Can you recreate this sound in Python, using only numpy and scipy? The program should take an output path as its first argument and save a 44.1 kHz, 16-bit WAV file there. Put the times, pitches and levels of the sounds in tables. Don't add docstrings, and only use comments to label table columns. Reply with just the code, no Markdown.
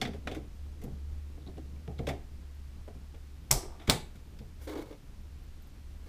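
import sys
import numpy as np
from scipy import signal
from scipy.fft import rfft, irfft
from scipy.io import wavfile

SR = 44100
rng = np.random.default_rng(int(sys.argv[2]) if len(sys.argv) > 2 else 0)


def unload_audio(sound):
    columns = np.transpose(np.atleast_2d(sound))
    steps = np.round(np.clip(columns, -1, 1) * 32767)
    wavfile.write(sys.argv[1], SR, steps.astype(np.int16))


def magnitude_from_level(level_db):
    exponent = np.asarray(level_db, float) / 20
    return 10 ** exponent


N = 268128

# pitch in Hz, level in dB per Hz.
AIR = [(8.8, -19.5), (15, 4.5), (60, 1), (121, -11.5), (420, -29), (4910, -38.5), (9030, -44.5),
       (15200, -48)]
AIR_DB = -56
# time in seconds, level in dB.
HUM = [(0.0, -48.5), (0.2, -41.5), (0.4, -43.5), (0.54, -48.5), (0.63, -41.5), (0.88, -50), (0.97, -41.5),
       (1.2, -40), (1.39, -48), (2.13, -41), (2.24, -54), (2.35, -44.5), (4.3, -53.5), (4.64, -46),
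       (4.99, -62), (5.33, -43), (5.72, -55.5), (5.85, -48)]
HUM_HZ, HUM_WIDTH_HZ = 71.36, 3.2
# start in seconds, held time in seconds, rumble level in dB.
LEANS = [
    (0.0, 0.079, -43),
    (0.22, 0.17, -49.5),
    (0.88, .01, -46.5),
    (1.39, .5, -51.5),
    (2.05, .01, -44.5),
    (4.0, 0.026, -53),
    (4.42, 0.04, -56),
]
LEAN_REST_DB, LEAN_RISE_DB_PER_S, LEAN_FALL_DB_PER_S = -59, 46.5, 64
# pitch in Hz, width in Hz, level in dB.
LEAN_RINGS = [(128, 36, 1), (213.2, 31, -1), (271.4, 47, -4), (418.7, 290, -16.5)]

# start in seconds, peak in dB, ring pitch in Hz,
# bright edge in dB against the ring, length of the slip in seconds.
TICKS = [(0.0145, -20.5, 4500, -18, 0.014), (0.0513, -30.5, 2300, -30, 0.01),
         (0.0734, -39.5, 2160, -10, 0.011), (0.1341, -44.5, 2080, -25, .007),
         (0.2734, -26, 2200, -34, 0.0067), (0.314, -37, 3370, -16, 0.016), (0.3481, -39, 1930, -7, .012),
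         (0.8162, -49, 7700, 1, 0.011), (0.8375, -40.5, 8400, 12, 0.0082), (1.5703, -54, 2120, -20, 0.0034),
         (1.8772, -41.5, 2110, -24, .0021), (1.989, -38, 2020, -23, 0.005),
         (2.0695, -29.5, 3270, -14, 0.013), (2.0878, -29.5, 1760, -10, 0.013),
         (3.1448, -50, 1920, -17, .0097), (2.88, -66, 1050, -35, 0.0044), (4.389, -46, 4500, -8, 0.0071),
         (4.928, -50, 2900, -18, 0.0095)]
CREAKS = [
    (3.5075, -21.5, 2520, -18.5, 0.0053),
    (3.795, -47, 2200, -23, .0084),
    (3.811, -47, 2200, -20.5, 0.035),
    (3.873, -30.5, 2300, -10, 0.0052),
    (3.889, -31.5, 3800, -16.5, 0.0033),
    (4.152, -52.5, 2200, 0, 0.015),
]
# pitch in Hz, width in Hz, level in dB.
SLOT = [(1250, 500, 5.5), (2200, 460, 11), (3547, 450, 7)]
PINS = [(4300, 290, 0.22), (5500, 2600, -1.2)]
TICK_PINS_DB, CREAK_PINS_DB = -13.5, -14.5
PINS_FOLLOW = 0.31
TICK_RING_DB, TICK_DAMPING = 5, 0.12
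TICK_LEAD, SNAP_LEAD, KNOCK_LEAD = 0.3, 0.55, 0.43

# start in seconds, peak in dB, strongest ring in Hz,
# upper rings in dB against the peak, length of the contact in seconds.
KNOCKS = [(0.017, -20, 227, -1, 0.037), (0.075, -29.5, 232, -17, 0.014), (0.141, -35, 412, -19, 0.028),
          (0.272, -26.5, 466, -10.5, 0.029), (0.316, -30, 396, -6.5, 0.045), (0.364, -27, 306, -14, 0.019),
          (0.823, -38, 297, -18, 0.024), (0.876, -41.5, 225, -1, 0.025), (1.377, -42, 307, -14, 0.021),
          (1.468, -42, 403, -14, .015), (1.486, -39.5, 377, -16, 0.013), (1.57, -49, 500, -2, 0.0072),
          (1.579, -33.5, 325, -13.5, 0.0092), (1.915, -44, 466, -17, 0.0083), (2.01, -47, 462, -1, .015),
          (2.034, -36.5, 203, -26, 0.023), (2.073, -21, 438, -10, 0.032), (2.098, -27, 380, 1.5, 0.025),
          (2.878, -36.5, 445, -7.5, 0.018), (3.139, -47, 255, -4, .018), (3.8, -44, 303, 0, 0.06)]
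# start in seconds, peak in dB, upper rings in dB against the peak.
PUSHES = [
    (0.837, -34.5, -14),
    (0.952, -48, -19),
    (1.878, -29.5, -7.5),
    (1.993, -21.5, -11),
    (2.95, -38.5, -30),
    (3.88, -19.5, -17),
    (4.15, -44, -10),
    (4.403, -36.5, -13),
]
PUSH_HZ, PUSH_S, PUSH_THUD_DB = 155.8, 0.028, -1
# start in seconds, peak in dB.
BOUNCES = [
    (3.547, -32.5),
    (3.569, -29.5),
    (3.629, -34),
    (3.648, -37),
    (3.699, -42.5),
    (3.938, -46),
]
BOUNCE_HZ, BOUNCE_S, BOUNCE_THUD_DB, BOUNCE_EDGE_DB = 375, 0.007, -10, -17
# pitch in Hz, width in Hz, level in dB.
BOARD = [(130.9, 9.1, 0), (205, 19, -1.5), (265, 51, 6.5), (299, 59, 1.5), (443, 64, 3.5), (526, 71, -4)]
BOARD_EDGE = [(634, 104, 14), (762, 153, 15.5), (949, 80, 5), (1129, 222, -5)]
KNOCK_THUD_DB, THUD_GROWTH = -13, 0.6

# start in seconds, peak in dB, ring pitch in Hz, length in seconds.
SQUEAKS = [
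    (1.42, -61, 3670, .004),
    (1.463, -51.5, 3720, 0.0032),
    (1.473, -50, 3800, 0.0041),
    (1.761, -58.5, 2280, .004),
    (1.982, -50, 3900, 0.0082),
    (2.545, -65, 12500, .01),
    (5.43, -64, 13960, .012),
    (5.62, -59, 13500, .01),
    (5.67, -58, 12800, .006),
]
# time in seconds, level in dB.
WHINE = [(3.0, -110), (3.15, -83.5), (4.5, -84.5), (5.0, -88), (6.08, -90)]
WHINE_HZ = 13356

# start in seconds, peak in dB, length in seconds,
# rattle in dB against the peak, rattle length in seconds.
SLAPS = [
    (3.509, -19.5, 0.029, -21.5, 0.15),
    (3.894, -17, 0.027, -20.5, 0.043),
]
# pitch in Hz, width in Hz, level in dB.
SLAP_A = [(127, 40, 7), (196, 38, -17.5), (367, 53, -5.5), (500, 13, 0.5), (680, 390, -5.5),
          (990, 260, -6.5), (1173, 52, -3.5)]
SLAP_B = [(131, 85, 17), (277.6, 100, 10), (370.8, 76, 15), (556, 380, 8.6), (846, 87, 14.2),
          (1070, 560, 2.5), (1505, 570, 2.58)]

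# start in seconds, peak in dB, length of the slip in seconds,
# rebound delay in seconds, rebound length in seconds.
SNAPS = [
    (3.5123, -4, .0018, .0152, .0008),
    (3.8978, -3.5, .0009, .0035, .003),
]
# buzz in dB against the snap, buzz length in seconds,
# metal ringing in dB against the snap, ringing length in seconds.
AFTER = [
    (-9, 0.0083, -33, 0.073),
    (-18.5, 0.018, -17.5, 0.01876),
]
# pitch in Hz, width in Hz, level in dB.
TAB_A = [(1390, 3800, -30), (2300, 940, -21), (4470, 980, -5.5), (5440, 680, 0.5), (7884, 2000, -5.5),
         (10230, 277, -0.5), (15200, 7500, -9)]
TAB_B = [(1218, 540, -12.5), (2222, 820, -2.5), (3620, 560, 3), (4500, 1460, -0.5), (5620, 1100, -4),
         (8550, 3300, -7), (11000, 3100, -8.5), (14370, 2500, -10.5)]
COVER_A = [(5210, 311, 6.5), (5860, 340, 3), (6840, 470, -9.5), (7720, 400, -5.5), (8390, 240, 2)]
COVER_B = [(2400, 210, -4), (3500, 550, -13.5), (5080, 710, 7.5), (7976, 1000, 5.5)]
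REBOUND_DB = -9.5

# start in seconds, peak in
# dB, pitch in Hz, time to fall 60 dB in seconds.
SWAYS = [
    (3.528, -28.5, 27.7, 0.27),
    (3.559, -25.5, 40.4, 0.18),
    (3.883, -24.5, 52.5, 0.19),
    (3.515, -35, 72, .35),
]

# start in seconds, hold in seconds, edge scrape in dB,
# weight on the desk as rumble in dB against the scrape.
STROKES = [
    (4.596, .01, -65, 7.5),
    (4.614, 0.034, -63, -3),
    (4.669, 0.036, -48, 12),
    (4.716, 0.0099, -58, 15.5),
    (4.746, 0.012, -55, 18),
    (4.767, 0.052, -54.5, 11.5),
    (4.85, 0.04, -65, 9.5),
    (4.903, 0.018, -63, 16.5),
    (6.025, 0.026, -71, 3.5),
    (6.058, .03, -64.5, 10),
]
STROKE_RISE_S, SCRAPE_FALL_DB_PER_S, RUMBLE_FALL_DB_PER_S = 0.0089, 500, 346
HISS_DB, HISS_DULLING = 3, 0.8
# pitch in Hz, width in Hz, level in dB.
SLIDE_DESK = [(299, 46, 9), (340, 78, 3.5), (420, 29, 8.5), (527, 88, 2.5), (572, 58, 3), (880, 280, -9.5),
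              (1345, 280, -22)]
SLIDE_EDGE = [(1520, 430, 7.5), (2190, 115, 12), (3440, 960, 2), (4570, 310, 4), (5680, 2800, -7.5)]

# pitch in Hz, time to fall 60 dB in seconds.
ROOM = [(100, .4), (500, 0.38), (2000, 0.33), (5000, 0.3), (9000, 0.3), (12000, .25), (15000, 0.19)]
ROOM_DB, ROOM_GAP_S = -12.5, 0.0036
QUIET_TOP_HZ, MIC_TOP_HZ, LAST_SNAP_S = 15480, 16800, 3.8


def rms_one(x):
    return x / np.sqrt(np.mean(x ** 2) + 1e-20)


def level_in_time(rows):
    s, level_db = np.transpose(rows)
    return np.interp(np.arange(N) / SR, s, level_db)


def at_hz(points, hz):
    table_hz, values = np.transpose(points)
    return np.interp(np.log(hz), np.log(table_hz), values)


def coloured(spectrum):
    hz = np.arange(N // 2 + 1) * SR / N + 1
    return irfft(rfft(rng.standard_normal(N)) * magnitude_from_level(at_hz(spectrum, hz)), N)


def drift(rate):
    return rms_one(coloured([(1, 0), (1 + rate, 0), (30 + 30 * rate, -60)]))


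def resonate(x, hz, width_hz):
    r = np.exp(-np.pi * abs(width_hz) / SR)
    feedback = [1, -2 * r * np.cos(2 * np.pi * hz / SR), r * r]
    return signal.lfilter([(1 - r * r) / 2, 0, (r * r - 1) / 2], feedback, x)


def body(x, modes):
    out = 0
    for k, (hz, width_hz, db) in enumerate(modes):
        out = out + (-1) ** k * magnitude_from_level(db) * resonate(x, hz, width_hz)
    return out


def high_pass(x, hz):
    return signal.sosfilt(signal.butter(2, hz, "high", fs=SR, output="sos"), x)


def low_pass(x, hz):
    return signal.sosfilt(signal.cheby2(18, 50, hz, fs=SR, output="sos"), x)


def band_pass(x, low_hz, high_hz):
    return signal.sosfilt(signal.butter(2, [low_hz, high_hz], "band", fs=SR, output="sos"), x)


def strike(out, s, peak_db, length_s, grain, colour, rise_s=1e-5, lead=0):
    t = np.arange(SR // 2) / SR
    blow = signal.unit_impulse(len(t))
    sizes = rng.standard_normal(len(t)) * magnitude_from_level(grain * np.minimum(rng.exponential(1, len(t)), 4))
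    sizes = sizes * np.minimum(t / rise_s, 1) * np.exp(-t / max(length_s, 0.0003))
    first = lead * np.sqrt(np.sum(sizes ** 2)) * blow
    near = colour(sizes + first + 1e-18)
    near = magnitude_from_level(peak_db) * near / np.abs(near).max()
    far = rms_one(colour(blow + 1e-18)) * near.std()
    at = max(round(s * SR), 0)
    return out + np.pad([near, far], ((0, 0), (at, N)))[:, :N]


def air():
    noise = coloured(AIR)
    noise = noise / np.std(high_pass(noise, 87.3))
    noise = noise - 0.91 * resonate(noise, HUM_HZ, 35)
    hiss = high_pass(noise, 500)
    rumble = (noise - hiss) * magnitude_from_level(1.7 * drift(5.4))
    return magnitude_from_level(AIR_DB) * (hiss + rumble)


def hum():
    tone = resonate(rng.standard_normal(N), HUM_HZ, HUM_WIDTH_HZ)
    tone = signal.hilbert(resonate(tone, HUM_HZ, 3 * HUM_WIDTH_HZ))
    even = tone.real / (np.abs(tone) + 1e-9) ** 0.7
    return magnitude_from_level(level_in_time(HUM)) * rms_one(even)


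def lean():
    t, level_db = np.arange(N) / SR, LEAN_REST_DB
    for s, held_s, db in LEANS:
        before_s, after_s = np.maximum(s - t, 0), np.maximum(t - s - held_s, 0)
        fade_db = LEAN_RISE_DB_PER_S * before_s + LEAN_FALL_DB_PER_S * after_s
        level_db = np.maximum(level_db, db - fade_db)
    lumps = rng.standard_normal(N) * magnitude_from_level(1.7 * drift(23))
    return magnitude_from_level(level_db - 2.5) * rms_one(body(lumps, LEAN_RINGS))


def ticks(table, pins_db, rise_s, lead=0):
    out = 0
    for s, peak_db, hz, edge_db, length_s in table:
        def colour(x):
            own = magnitude_from_level(TICK_RING_DB) * resonate(x, hz, TICK_DAMPING * hz)
            rings = band_pass(rms_one(own + body(x, SLOT)), 1000, max(hz + 1500, 4300))
            pins = magnitude_from_level(pins_db + PINS_FOLLOW * (edge_db + 17)) * rms_one(body(x, PINS))
            edge = magnitude_from_level(edge_db - 6.0) * rms_one(high_pass(x, 8300))
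            return rings + pins + edge
        out = strike(out, s, peak_db - 0.5, length_s, 0.86, colour, rise_s, lead)
    return out


def knocks():
    contacts = []
    for s, db, hz, edge_db, length_s in KNOCKS:
        thud_db = KNOCK_THUD_DB + THUD_GROWTH * (db + 30.5)
        contacts.append((s, db, hz, thud_db, edge_db, length_s))
    for s, db, edge_db in PUSHES:
        contacts.append((s, db, PUSH_HZ, PUSH_THUD_DB, edge_db, PUSH_S))
    for s, db in BOUNCES:
        contacts.append((s, db, BOUNCE_HZ, BOUNCE_THUD_DB, BOUNCE_EDGE_DB, BOUNCE_S))
    out = 0
    for s, peak_db, hz, thud_db, edge_db, length_s in contacts:
        def colour(x):
            rings = rms_one(magnitude_from_level(9.0) * resonate(x, hz, 0.16 * hz) + body(x, BOARD[1:]))
            thud = magnitude_from_level(thud_db + 1.5) * rms_one(body(x, BOARD[:1]))
            edge = magnitude_from_level(edge_db - 2.5) * rms_one(body(x, BOARD_EDGE))
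            return rings + thud + edge
        out = strike(out, s, peak_db - 3.0, length_s, 2.8, colour, 0.0021, KNOCK_LEAD)
    return out


def squeaks():
    out = 0
    for s, peak_db, hz, length_s in SQUEAKS:
        def colour(x):
            return resonate(resonate(x, hz, 0.18 * hz), hz, 0.18 * hz)
        out = strike(out, s, peak_db, length_s, 1.5, colour, 0.0012)
    return out


def whine():
    return magnitude_from_level(level_in_time(WHINE) - 0.5) * np.sin(2 * np.pi * WHINE_HZ * np.arange(N) / SR)


def slaps():
    out = 0
    for slap, board in zip(SLAPS, (SLAP_A, SLAP_B)):
        s, peak_db, length_s, rattle_db, rattle_s = slap
        out = strike(out, s, peak_db, length_s, 0.93, lambda x: body(x, board), 0.0026, KNOCK_LEAD)
        out = strike(out, s, peak_db + rattle_db, rattle_s, 14.0, lambda x: body(x, board[2:]), 0.06)
    return out


def snaps():
    blows, after = 0, 0
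    for snap, rest, tab, cover in zip(SNAPS, AFTER, (TAB_A, TAB_B), (COVER_A, COVER_B)):
        s, peak_db, length_s, delay_s, rebound_s = snap
        buzz_db, buzz_s, ring_db, ring_s = rest

        def plastic(x):
            return body(x, tab)

        def metal(x):
            return low_pass(high_pass(body(x, cover), 2000), 14000)
        blows = strike(blows, s, peak_db, length_s, 1.27, plastic, lead=SNAP_LEAD)
        after = strike(after, s + delay_s, peak_db + REBOUND_DB, rebound_s, 1.5, plastic)
        after = strike(after, s, peak_db + buzz_db, buzz_s, 1.2, plastic)
        after = strike(after, s, peak_db + ring_db, ring_s, 1.4, metal)
    return blows, after


def sways():
    out, t = 0, np.arange(N) / SR
    for s, peak_db, hz, t60_s in SWAYS:
        since = np.maximum(t - s, 0)
        out = out + np.sin(2 * np.pi * hz * since) * magnitude_from_level(peak_db - 60 * since / t60_s)
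    return out


def slide():
    grains = rng.standard_normal(N) * magnitude_from_level(1.5 * rng.exponential(1, N) + 1.5 * drift(45))
    rumble = rms_one(high_pass(high_pass(body(grains, SLIDE_DESK), 190), 180))
    scrape = rms_one(high_pass(body(grains, SLIDE_EDGE), 1200))
    hiss = rms_one(high_pass(grains, 5200))
    out, t = 0, np.arange(N) / SR
    for s, hold_s, scrape_db, weight_db in STROKES:
        rise = np.clip((t - s) / STROKE_RISE_S, 0, 1)
        after_s = np.maximum(t - s - STROKE_RISE_S - hold_s, 0)
        edge = scrape + magnitude_from_level(HISS_DB - HISS_DULLING * weight_db) * hiss
        edge = edge * magnitude_from_level(-SCRAPE_FALL_DB_PER_S * after_s)
        desk = magnitude_from_level(weight_db - RUMBLE_FALL_DB_PER_S * after_s) * rumble
        out = out + magnitude_from_level(scrape_db - 3.0) * rise * (edge + desk)
    return out


def room(x):
    t = np.arange(SR * 3 // 4) / SR
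    echo = 0
    for hz in 60 * 2 ** np.arange(0, 8.5, 0.5):
        band = band_pass(rng.standard_normal(len(t)), hz / 2 ** 0.25, hz * 2 ** 0.25)
        echo = echo + band * magnitude_from_level(-60 * t / at_hz(ROOM, hz))
    echo = echo * np.clip(t / ROOM_GAP_S - 1, 0, 1)
    return magnitude_from_level(ROOM_DB) * signal.fftconvolve(x, echo / np.sqrt(np.sum(echo ** 2)))[:N]


def scene():
    (blow, blow_far), after = snaps()
    slips = ticks(TICKS, TICK_PINS_DB, 0.00029, TICK_LEAD)
    slips = slips + ticks(CREAKS, CREAK_PINS_DB, rise_s=0.006)
    near, far = slips + knocks() + squeaks() + slaps() + after
    sharp = blow * (np.arange(N) / SR > LAST_SNAP_S)
    quiet = blow - sharp + near + room(far + blow_far)
    quiet = quiet + sways() + slide() + lean() + hum() + whine() + air()
    return (sharp + low_pass(quiet, QUIET_TOP_HZ))[None]


def top_cut(x):
    return signal.sosfilt(signal.butter(12, 16650, fs=SR, output="sos"), x)


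def record(dry):
    mix = low_pass(dry, MIC_TOP_HZ)
    return top_cut(mix)


dry = scene()
out = record(dry)
unload_audio(out)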